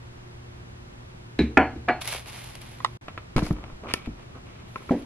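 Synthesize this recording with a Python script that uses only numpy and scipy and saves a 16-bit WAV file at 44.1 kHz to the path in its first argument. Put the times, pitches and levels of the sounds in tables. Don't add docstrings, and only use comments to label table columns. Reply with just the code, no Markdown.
import sys
import numpy as np
from scipy import signal
from scipy.fft import rfft, irfft, next_fast_len
from scipy.io import wavfile
from scipy.ndimage import uniform_filter1d

SR = 44100
rng = np.random.default_rng(int(sys.argv[2]) if len(sys.argv) > 2 else 0)


def master_out(mix):
    frames = np.transpose(np.atleast_2d(mix))
    ceiling = np.clip(frames, -1, 1)
    pcm = np.round(ceiling * 32767).astype(np.int16)
    wavfile.write(sys.argv[1], SR, pcm)


N = 222749
TIME = np.arange(N) / SR


# (start [s], end [s])
SILENCE = (2.974, 3.011)
# (frequency [Hz], relative level [dB])
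FAR_WIDTH = [(60, -67), (300, -27.5), (800, -20), (1600, -13), (2600, -10.5), (4200, -2.5), (10000, 5)]


def amp(db):
    return 10 ** (np.asarray(db) / 20)


def rms(x):
    return np.sqrt(np.mean(x ** 2) + 1e-20)


def colour(x, spectrum, tilt_db=0):
    size = 2 * next_fast_len(x.shape[-1] // 2 + SR // 20)
    octave = np.log2(np.maximum(np.arange(size // 2 + 1) * SR / size, 10))
    hz, db = np.transpose(spectrum)
    gain_db = np.interp(octave, np.log2(hz), db) + tilt_db * (octave - octave.mean())
    cepstrum = irfft(np.log(amp(gain_db)))
    cepstrum[1:size // 2] *= 2
    cepstrum[size // 2 + 1:] = 0
    response = np.exp(rfft(cepstrum))
    return irfft(rfft(x, size) * response)[..., :x.shape[-1]]


def tilted(x, tilt_db):
    return colour(x, [(1000, 0)], tilt_db)


def noise(spectrum):
    x = colour(rng.standard_normal(N), spectrum)
    return x / rms(x)


def drift(rate):
    return np.interp(TIME * rate, np.arange(N), rng.standard_normal(N))


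def stereo(mid, side):
    return np.array([mid + side, mid - side])


def add(out, s, x):
    start = round(s * SR)
    out[..., start:start + x.shape[-1]] += x[..., :N - start]


def blows(rows, modes, spectrum, width, push_db, modes_db, room_db, room_t60):
    out, t = np.zeros((2, N)), TIME[:SR // 2]
    onset_s = 0.00055
    ring = 0
    for k, (hz, db, t60) in enumerate(modes):
        ring = ring + (-1) ** k * amp(db - 60 * t / t60) * np.sin(2 * np.pi * hz * t)
    ring = ring * np.tanh(t / onset_s) ** 2
    push = colour(1. * (t == 0), spectrum)
    direct = amp(push_db) * push / rms(push) + amp(modes_db) * ring / rms(ring)
    tail_envelope = amp(-60 * t / room_t60) * (1 - np.exp(-t / 0.0015))
    for s, level_db, tilt_db, t60 in rows:
        rattle = colour(rng.standard_normal((2, len(t))) * amp(-60 * t / t60), spectrum)
        tail = colour(rng.standard_normal((2, len(t))) * tail_envelope, spectrum)
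        diffuse = rattle / rms(rattle) + amp(room_db) * tail / rms(tail)
        mid, side = tilted(direct + diffuse, tilt_db)
        gain = amp(level_db) / rms(mid[:SR // 50])
        add(out, s, gain * stereo(mid, colour(side, width)))
    return out


def stroke(start, length, level_db, swell_db, attack_s, release_t60, arch_db):
    t = TIME - start
    progress = np.clip(t / length, 0, 1)
    lift_db = 60 * np.maximum(t - length, 0) / release_t60
    gain_db = level_db + swell_db * (progress - .5) + arch_db * np.sin(np.pi * progress) - lift_db
    return np.clip(t / attack_s, 0, 1) * amp(gain_db)


def room_tone(mid_db=-46.5, side_db=-50, waver_db=2.0, wander=0.36, study_hum_db=-4.0):
    # (frequency [Hz], rms level [dB])
    hum_lines = [(119.7, -48), (240, -63), (359, -60.5)]
    # (frequency [Hz], relative level [dB])
    air_mid_spectrum = [(20, -6), (40, 1), (80, 3.5), (160, -3), (260, -9.5), (500, -16.5), (1000, -19),
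                        (2000, -24), (4000, -30.5), (8000, -40), (11500, -44.5), (16000, -75)]
    # (frequency [Hz], relative level [dB])
    air_side_spectrum = [(25, -13), (114, 4), (223, 9), (263, 10.5), (659, 8.5), (863, 6.5), (1290, 5),
                         (2350, 0), (2550, 0.5), (6740, -10.5), (14000, -24.5), (16000, -50.5)]
    hum = 0
    for hz, db in hum_lines:
        level = np.sqrt(2) * amp(db + waver_db * drift(3.7))
        phase = 2 * np.pi * hz * TIME + wander * drift(5.16)
        hum = hum + level * np.sin(phase)
    hum = hum * amp(study_hum_db * (TIME > SILENCE[1]))
    return stereo(hum + amp(mid_db) * noise(air_mid_spectrum), amp(side_db) * noise(air_side_spectrum))


def cloth(flutter_db=1.7, grain_db=3):
    # (start [s], length [s], level [dB], swell from start to end [dB], power share of swish [0-1])
    shuffles = [(3.504, 0.217, -53.5, 2, 0.05), (3.82, 0.038, -43, 7, 0.01), (3.873, 0.04, -45, 13, 0.6),
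                (3.946, 0.082, -49.5, -10, 0.5), (4.038, 0.014, -50, 5, 0.7), (4.16, 0.088, -56, -5, 0.19),
                (4.325, 0.051, -50.5, 8, 0.02), (4.451, 0.24, -59, -8, 0.4)]
    # (frequency [Hz], relative level [dB])
    scuff_spectrum = [(120, -6.5), (300, 7), (700, -1.5), (900, -3.5), (1250, 1), (2000, -28), (5000, -58)]
    # (frequency [Hz], relative level [dB])
    swish_spectrum = [(400, -19), (1000, -6), (1350, 2), (1750, -0.5), (2350, 8), (2900, 2.5), (3300, -2),
                      (4300, -11), (12000, -31), (16000, -56)]
    # (frequency [Hz], relative level [dB])
    cloth_width = [(200, -23), (1200, -4), (2400, -7), (3600, 4), (10000, 9)]
    scuff, swish = 0, 0
    for *movement, bright in shuffles:
        gain = stroke(*movement, attack_s=0.015, release_t60=0.12, arch_db=1)
        bright = np.clip(bright, 0, 1)
        scuff = scuff + gain * np.sqrt(1 - bright)
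        swish = swish + gain * np.sqrt(bright)
    mid, side = [scuff * noise(scuff_spectrum) + swish * noise(swish_spectrum) for _ in range(2)]
    grit = amp(flutter_db * drift(90) + grain_db * drift(900))
    return grit * stereo(mid, colour(side, cloth_width))


def brush(grain_db=1.5, flutter_db=1.5, snag_t60=0.024, lean=0.36, catches_per_s=200, catch_db=16):
    # (start [s], length [s], level before tilt [dB], swell from start to end [dB],
    #           brightness [dB per octave], release t60 [s])
    strokes = [(2.004, 0.024, -41.5, 6, 0.5, 0.11), (2.036, 0.05, -45, 7, 0.5, .2),
               (2.071, 0.047, -41, 5, 0.9, 0.21), (2.117, 0.045, -40.5, 2.5, 0, 0.28),
               (2.262, 0.31, -49, -5, 0.1, 0.39), (2.603, 0.38, -59.5, -15, -0.5, 0.31),
               (3.361, 0.012, -40, -9, 1.5, .28), (3.425, 0.051, -51, 5, 0, 0.23),
               (3.935, .015, -56, -8, 8, 0.34), (4.674, 0.32, -60.5, 7.5, -1, 0.5)]
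    # (time [s], level before tilt [dB], brightness [dB per octave])
    snags = [(2.018, -47, -0.5), (2.0552, -43, 1.5), (2.0754, -33, 3.5), (2.081, -44, -0.5),
             (2.088, -44, 2.5), (2.1482, -49.5, -4.5), (2.2593, -53, -2), (2.442, -49, 2), (2.475, -58, 6),
             (2.553, -47, 0), (2.616, -50.5, 3), (3.527, -53, 4)]
    # (frequency [Hz], relative level [dB])
    hiss_spectrum = [(210, -62), (350, -5.5), (754, 0.5), (817, 1), (974, -1.5), (1820, -2.5), (2200, 2),
                     (2500, 0.5), (3500, -2.5), (8310, -17), (10700, -8.5), (13900, -27), (16000, -78)]
    # (frequency [Hz], relative level [dB])
    brush_width = [(200, -18), (1000, -13), (2400, -9), (4400, 0), (8000, 4.5), (15000, 10)]
    grit = rng.standard_normal((2, N)) * amp(grain_db * drift(1500) + flutter_db * drift(110))
    catches = rng.random(N) < catches_per_s / SR
    grit += amp(catch_db) * catches * rng.standard_normal((2, N))
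    grit /= rms(grit)
    slips = np.zeros((2, N))
    for s, length, db, swell_db, tilt_db, release_t60 in strokes:
        rub = grit * stroke(s, length, db, swell_db, attack_s=0.01, release_t60=release_t60, arch_db=3)
        add(slips, s, tilted(rub[:, round(s * SR):][:, :SR], tilt_db))
    snag_decay = amp(-60 * TIME[:SR // 50] / snag_t60)
    for s, db, tilt_db in snags:
        snag = rng.standard_normal((2, SR // 50)) * snag_decay
        add(slips, s, amp(db) * tilted(snag / rms(snag), tilt_db))
    mid, side = colour(slips, hiss_spectrum) / rms(colour(rng.standard_normal(N), hiss_spectrum))
    leaning_side = (side - lean * mid) / np.hypot(1, lean)
    return stereo(mid, colour(leaning_side, brush_width))


def handling(button_pan_db=2.0):
    # (frequency [Hz], relative level [dB])
    near_width = [(60, -24), (300, -19), (700, -20.5), (1300, -2.5), (2200, -3), (3600, 8), (7000, 1.5),
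                  (14000, 5)]
    button_hits = [(2.803, -42, -4, 0.076), (2.8467, -23.5, 0.5, 0.0091), (2.8525, -33, -3, 0.0098),
                   (2.8605, -43, 0, 0.0082)]
    button_modes = [(1080, 3.5, 0.022), (1273, 0.5, 0.032), (1950, -3.5, 0.03), (2595, -20.5, 0.034),
                    (2920, -22, 0.015), (3750, -10, 0.018)]
    button_spectrum = [(60, -45), (350, -11), (700, -4.5), (1150, 13), (1600, -8), (2100, -4),
                       (4000, -11.5), (7000, -19.5), (10500, -26), (16000, -67)]
    nail_hits = [(3.083, -38, 0, 0.065), (3.177, -37, 0, 0.051), (3.3648, -31.5, -1, 0.053),
                 (3.3678, -25, -6, 0.012), (3.3772, -28, -3.5, 0.027), (3.391, -35.5, 0, 0.026),
                 (3.4235, -33.5, -5.5, 0.02), (3.4655, -43, -2.5, 0.022), (3.4695, -35, -5, .03),
                 (3.510, -33.5, -5.5, 0.03), (3.566, -50, -3.5, .02), (3.585, -48, -2.5, 0.058),
                 (3.640, -44.5, -1, .025), (3.700, -47, -5, 0.034), (3.837, -52, -1, 0.018),
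                 (3.867, -43, -4, .02), (3.8715, -41, -4, 0.012), (3.9015, -44.5, -0.5, 0.022),
                 (3.910, -41.5, 1, 0.023), (4.06, -50, 5.5, 0.037)]
    shell_modes = [(365, -2, 0.039), (990, 9, 0.023), (1330, 2.5, 0.053), (2330, -4, 0.019),
                   (4200, -31, 0.045)]
    shell_spectrum = [(25, -11.5), (90, 2), (250, -1.5), (600, 4.5), (1200, 2.5), (1600, -3), (2400, -1),
                      (4000, -18), (7000, -35), (10500, -38), (16000, -58)]
    crackle_hits = [(3.364, -40, -3.5, 0.017), (3.392, -47.5, -1.5, .02), (3.4287, -56, 3, .015),
                    (3.434, -50, 0, .02), (3.439, -56.5, -2, .015), (3.4535, -50, -4, .015),
                    (3.4645, -49.5, 3, .015)]
    crackle_modes = [(2250, 8, 0.027), (4180, 3, .05), (4770, -1, 0.045), (5640, -3, 0.036)]
    crackle_spectrum = [(500, -18), (2200, 5.5), (3300, -9), (5000, 0), (8000, -8), (10500, -10),
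                        (16000, -44)]
    tap_hits = [(4.7587, -35, 1, 0.0067), (4.7618, -41.5, 3, 0.0079), (4.806, -49, -4, 0.04),
                (4.821, -50, -4, 0.034), (4.891, -44, -0.5, 0.024), (4.894, -36.5, -2, .015)]
    tap_modes = [(410, -9, 0.056), (1060, 4, 0.036), (1340, 3, 0.02), (2280, -14, 0.015)]
    tap_spectrum = [(40, -16), (400, 8.5), (700, -3.5), (1300, -1), (1700, -6), (2300, 2), (3200, -23),
                    (7000, -39), (16000, -65)]
    snap_hits = [(3.9378, -29, 4, 0.0063), (3.9398, -28, 0, 0.0027)]
    snap_modes = [(990, 3, 0.025), (1325, 10, 0.024), (1320, -16.5, 0.36), (1775, 9, 0.028),
                  (2267, 8, 0.038), (2275, -11, 0.27), (2510, 3, 0.023), (2820, 8.5, 0.013),
                  (4550, 2, 0.0089)]
    snap_spectrum = [(50, 10), (120, 10), (400, 11), (1000, -4), (2600, 1), (3800, -8), (5200, -3.5),
                     (8000, -19), (10500, -12), (16000, -45)]
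    bump_hits = [(3.361, -19, -1.5, 0.053), (3.369, -26, -4.5, 0.086), (3.382, -24, 5.5, 0.043),
                 (3.4215, -27, 3, 0.081), (3.4275, -26, 2.5, 0.29), (3.5055, -24.5, -1, 0.048),
                 (3.509, -23.5, 2.5, 0.048), (3.526, -37, -2.5, 0.043), (3.591, -43, -2, .04),
                 (3.645, -39.5, -2.5, 0.24), (3.725, -37.5, -8.5, 0.4), (4.074, -28.5, -1, 0.047)]
    bump_modes = [(46.3, 5.5, 0.27), (100, 1, 0.047), (145, 10, 0.043), (221.6, 14, 0.072),
                  (304, 0.5, 0.17), (449, -0.5, 0.048)]
    bump_spectrum = [(20, -20), (45, 9.5), (110, 2.5), (200, 2.5), (300, -3.5), (480, -12), (900, -25.5),
                     (1800, -41), (5000, -65.5), (11000, -80), (16000, -105)]
    knock_hits = [(4.9076, -16.5, -1, 0.025), (4.9168, -27, 3, 0.043), (4.9365, -27.5, -2.5, 0.039)]
    knock_modes = [(202, -7, 0.19), (232, -4, 0.19), (259.4, 4, 0.19), (283, -3.5, 0.2), (373, -1, 0.15),
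                   (465, -6, 0.13), (585, -0.5, 0.048), (685, -3.5, 0.055), (803, -6.5, 0.077),
                   (963, -17, 0.14), (1930, -24, 0.1)]
    knock_spectrum = [(30, -27), (130, -16.5), (255, 4), (400, -7.5), (690, -11), (900, -20), (1300, -33),
                      (1900, -28), (3000, -40.5), (8000, -61), (16000, -88)]
    button = blows(button_hits, button_modes, button_spectrum, near_width,
                   push_db=-1, modes_db=6.0, room_db=-10.0, room_t60=0.15)
    button = button * amp([[-button_pan_db], [button_pan_db]])
    clicks = blows(nail_hits, shell_modes, shell_spectrum, near_width,
                   push_db=-1.0, modes_db=-1.5, room_db=-8.5, room_t60=0.32)
    crackles = blows(crackle_hits, crackle_modes, crackle_spectrum, near_width,
                     push_db=-7, modes_db=-3.5, room_db=-0.5, room_t60=0.21)
    taps = blows(tap_hits, tap_modes, tap_spectrum, near_width,
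                 push_db=-2.0, modes_db=4, room_db=-7.5, room_t60=0.4)
    snap = blows(snap_hits, snap_modes, snap_spectrum, near_width,
                 push_db=-13.0, modes_db=-0.5, room_db=-14.5, room_t60=0.14)
    bumps = blows(bump_hits, bump_modes, bump_spectrum, near_width,
                  push_db=2, modes_db=2, room_db=-7, room_t60=.35)
    knock = blows(knock_hits, knock_modes, knock_spectrum, FAR_WIDTH,
                  push_db=-6.5, modes_db=6.5, room_db=2.5, room_t60=0.26)
    return button + clicks + crackles + taps + snap + bumps + knock


def bottles():
    glass_hits = [(1.389, -41.5, 8, 0.016), (1.3918, -16.5, 1, 0.01), (1.395, -29, 2.5, 0.024),
                  (1.416, -32, 2, .04), (1.733, -41.5, -4, .06), (1.762, -35.5, -2.5, .04)]
    glass_modes = [(69, -2.5, 0.48), (228.4, 1.5, 0.38), (302, -7, 0.3), (375, -14, 0.23),
                   (457, -18.5, 0.73), (853, -14.5, 0.14), (1710, -13, 0.17), (2380, -22, 0.073),
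                   (3900, -15, 0.19), (4080, -22.5, 0.091), (4170, -22.5, 0.032)]
    glass_spectrum = [(30, -39.5), (75, -2), (130, -12), (230, -2.5), (305, 0), (430, -10.5), (600, -27.5),
                      (1200, -38.5), (1700, -32), (2400, -28), (3300, -45), (3950, -33.5), (4600, -51.5),
                      (10000, -73.5), (16000, -89)]
    # hits, modes, spectrum
    # its close pair of modes near 4.3 kHz beats, so that their ring swells after the hit
    plastic_hits = [(1.5716, -16, 2.5, 0.0067), (1.5738, -10.5, -1.5, 0.019), (1.5915, -32, 2.5, 0.03),
                    (1.611, -34, 1, 0.039)]
    plastic_modes = [(75.6, -9.5, 0.46), (234, -9, 0.27), (304.2, -3.5, 0.23), (357, 0, 0.18),
                     (462, -12, 0.45), (575, 1, 0.22), (644, -2, 0.27), (755, 1.5, 0.27), (820, -7, 0.26),
                     (1008, 0, 0.23), (1392, -3, 0.25), (1464, 1.5, 0.23), (1690, -5, 0.3),
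                     (1766, -8, 0.21), (1960, -4, 0.19), (2105, -9, 0.23), (2236, -9, 0.2),
                     (2342, -5, 0.19), (2512, -9, 0.21), (2859, -9, .11), (4700, -30, .13),
                     (4340, -25, 0.3), (4344, -25, 0.3)]
    plastic_spectrum = [(40, -14), (70, -11), (140, -6.5), (280, 8), (480, -4), (750, 7), (1000, -0.5),
                        (1220, -6), (1440, 0.5), (1850, -4), (2500, -8), (3200, -18.5), (3900, -45),
                        (6000, -47), (11000, -62.5), (16000, -69)]
    settle_hits = [(1.8795, -34, -5, 0.031), (1.8842, -23.5, 0.5, 0.028), (1.8862, -21, 2.5, 0.039),
                   (1.8955, -21.5, -1, 0.015), (1.9037, -24, 0.5, .025)]
    settle_modes = [(234, -7, 0.17), (321.4, -7, 0.25), (506, -10.5, 0.11), (641, -8, 0.1),
                    (729, 5.5, 0.12), (827, 1.5, 0.12), (1160, -4.5, 0.077), (1457, -9, 0.25),
                    (1689, -10.5, 0.2), (1970, -2, 0.077), (2280, -6, .14), (2375, -8, 0.14),
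                    (2870, -18.5, .1), (4720, -35, 0.13), (4298, -25, 0.22), (4306, -25, 0.22)]
    settle_spectrum = [(60, -32), (150, -13), (300, 3.5), (520, -5), (750, 8), (1000, -4), (1700, -5),
                       (2600, -11.5), (3300, -24.5), (4200, -32), (6000, -48.5), (11000, -62), (16000, -74)]
    glass = blows(glass_hits, glass_modes, glass_spectrum, FAR_WIDTH,
                  push_db=8.0, modes_db=8.0, room_db=9.0, room_t60=0.25)
    plastic = blows(plastic_hits, plastic_modes, plastic_spectrum, FAR_WIDTH,
                    push_db=-2.5, modes_db=0.0, room_db=-1.5, room_t60=0.29)
    settle = blows(settle_hits, settle_modes, settle_spectrum, FAR_WIDTH,
                   push_db=-17, modes_db=2.5, room_db=-5.5, room_t60=0.33)
    return glass + plastic + settle


def scene():
    silent = 1. * ((TIME > SILENCE[0]) & (TIME < SILENCE[1]))
    silent = uniform_filter1d(silent, size=90)
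    sources = room_tone() + cloth() + brush() + handling() + bottles()
    return sources * amp(-34 * silent)


def record(dry):
    cutoff_hz = 15800
    low_pass = signal.ellip(10, .1, 80, cutoff_hz, fs=SR, output="sos")
    return signal.sosfilt(low_pass, np.clip(dry, -1, 1))


dry = scene()
out = record(dry)
master_out(out)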